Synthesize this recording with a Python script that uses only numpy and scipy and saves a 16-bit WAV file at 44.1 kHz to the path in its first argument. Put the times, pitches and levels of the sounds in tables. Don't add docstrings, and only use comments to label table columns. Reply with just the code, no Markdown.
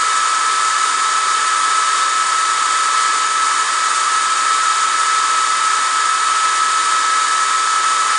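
import sys
import numpy as np
from scipy import signal
from scipy.fft import rfft, irfft
from scipy.io import wavfile

SR = 44100
rng = np.random.default_rng(int(sys.argv[2]) if len(sys.argv) > 2 else 0)


def pcm_store(signal):
    levels = np.round(np.clip(np.atleast_2d(signal), -1, 1) * 32767)
    wavfile.write(sys.argv[1], SR, levels.astype(np.int16).T)


N = 360738
FAN_HZ, BLADES = 185.6, 7
AIR_DB, HIGH_CUT_HZ = -18.5, 10250

# shaft_multiple, level_db, flutter_share, left_over_right_db, left_lead_rad
FAN_PARTIALS = [(1, -63.5, .2, -3.5, 0.013), (7, -18.5, 0.046, 0.7, .13), (12, -38, 0.12, 1, 0.0056),
                (14, -42.5, 0.17, -1.5, 0), (21, -47, .25, -1, 0)]
# time_s, offset_hz
SPEED_DRIFT = [(0, -0.068), (0.4, 0.32), (1.15, 0.21), (1.7, -0.24), (2.25, 0.11), (2.9, -0.03),
               (3.45, 0.24), (4.5, -0.02), (4.95, 0.31), (5.35, -0.099), (6.9, -0.23), (8.18, 0.069)]
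# centre_s, half_length_s, depth_db
BLADE_DROPOUT = (3.657, .026, -23)
# frequency_hz, gain_db
AIR_EQ = [(30, -46), (95, -42), (260, -30.5), (400, -19.5), (760, -22.5), (950, -9.5), (1250, -0.5),
          (1500, -10), (1950, -9.5), (2250, -15), (5700, -17.5), (7500, -15.5), (9200, -15.5), (10100, -28)]
# centre_hz, width_hz, gain_db
HOUSING_EQ = [(292.4, 17.4, 6), (760, 22, 3.5), (870, 19, 3), (1126, 23, -2), (1214, 52, 1.5),
              (1691, 86, 5.5), (1702, 18, 3), (2182, 74, -4), (2700, 88, -5), (2835, 34, -4), (2945, 45, 2),
              (3060, 25, 3.5), (3180, 25, 4.5), (3746, 250, 4), (3990, 130, -4), (4650, 450, 2),
              (6120, 142, -1.5), (6780, 250, 4.5), (7820, 130, 2), (8210, 180, -5.5), (8640, 64, 3),
              (8770, 80, -2.5), (9020, 110, 2)]
# frequency_hz, side_over_mid_db
AIR_WIDTH = [(30, -12), (90, -6), (300, -13.5), (500, -14), (730, -11), (900, -17), (1120, -15),
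             (1300, -21), (1480, -19), (1670, -28), (1950, -15), (3100, -16.5), (4200, -19), (10000, -19)]
# frequency_hz, left_over_right_db
AIR_PAN = [(100, 0.5), (190, -2), (450, -1.5), (1100, -0.4), (3000, -0.3), (6000, -0.5)]


def gain_of(db):
    return 10 ** (np.asarray(db) / 20)


def unit_rms(x):
    return x / np.sqrt(np.mean(x ** 2) + 1e-20)


def eq_curve(points, hz):
    point_hz, db = np.transpose(points)
    return np.interp(np.log(hz + 1), np.log(point_hz + 1), db)


def wander(rate_hz):
    hz = np.fft.rfftfreq(N, 1 / SR)
    return unit_rms(irfft(rfft(rng.standard_normal(N)) / (1 + (hz / rate_hz) ** 4), N))


def pan(left, right, pan_db):
    return np.array([left * gain_of(pan_db / 2), right * gain_of(-pan_db / 2)])


def fan_whine(jitter=0.00014, jitter_hz=6, flutter_hz=8, beat_hz=6.0, beat_depth=0.083, load_db_per_hz=2):
    t = np.arange(N) / SR
    drift_hz = np.interp(t, *np.transpose(SPEED_DRIFT))
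    shaft_hz = (FAN_HZ + drift_hz) * (1 + jitter * wander(jitter_hz))
    shaft_angle = 2 * np.pi * np.cumsum(shaft_hz) / SR
    load_db = -load_db_per_hz * drift_hz
    centre_s, half_length_s, depth_db = BLADE_DROPOUT
    dropout_db = depth_db * np.exp(-((t - centre_s) / half_length_s) ** 4)
    beat_angle = 2 * np.pi * np.cumsum(beat_hz + wander(0.99)) / SR
    beating = 1 + beat_depth * np.exp(-1j * beat_angle)
    mix = np.zeros((2, N))
    for multiple, level_db, flutter, pan_db, lead_rad in FAN_PARTIALS:
        sway = 1 + flutter * (wander(flutter_hz) + 1j * wander(flutter_hz)) / np.sqrt(2)
        if multiple == BLADES:
            sway = sway * gain_of(load_db + dropout_db) * beating
        phase = multiple * shaft_angle + 2 * np.pi * rng.random()
        tone = np.sqrt(2) * gain_of(level_db) * sway * np.exp(1j * phase)
        mix += pan((tone * np.exp(1j * lead_rad)).real, tone.real, pan_db)
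    return mix


def air_rush(swell_db=0.18, swell_hz=3, flicker_db=0.62, flicker_hz=25, crossover_hz=5000,
             fade_db_per_s=0.03):
    hz = np.fft.rfftfreq(N, 1 / SR)
    housing_db = sum(db * np.exp(-((hz - centre) / width) ** 2) for centre, width, db in HOUSING_EQ)
    colour = gain_of(eq_curve(AIR_EQ, hz) + housing_db) * early_reflections(hz) * (hz < HIGH_CUT_HZ)
    noise = rng.standard_normal((4, len(hz)))
    direct = noise[0] + 1j * noise[1]
    diffuse = (noise[2] + 1j * noise[3]) * gain_of(eq_curve(AIR_WIDTH, hz))
    spectra = pan(direct + diffuse, direct - diffuse, eq_curve(AIR_PAN, hz)) * colour
    low_pass = 1 / (1 + (hz / crossover_hz) ** 4)
    body = irfft(spectra * low_pass, N)
    hiss_db = flicker_db * wander(flicker_hz) - fade_db_per_s * np.arange(N) / SR
    hiss = irfft(spectra * (1 - low_pass), N) * gain_of(hiss_db)
    return gain_of(AIR_DB + swell_db * wander(swell_hz)) * unit_rms(body + hiss)


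def early_reflections(hz, count=12, echo_db=-31, first_s=0.001, last_s=0.012):
    delays_s = rng.uniform(first_s, last_s, count)
    return 1 + gain_of(echo_db) * sum(np.exp(-2j * np.pi * hz * delay) for delay in delays_s)


def scene():
    return fan_whine() + air_rush()


def record(dry):
    high_cut = signal.firwin(511, HIGH_CUT_HZ, window=("kaiser", 9), fs=SR)
    return signal.oaconvolve(dry, high_cut[None], "same")


dry = scene()
out = record(dry)
pcm_store(out)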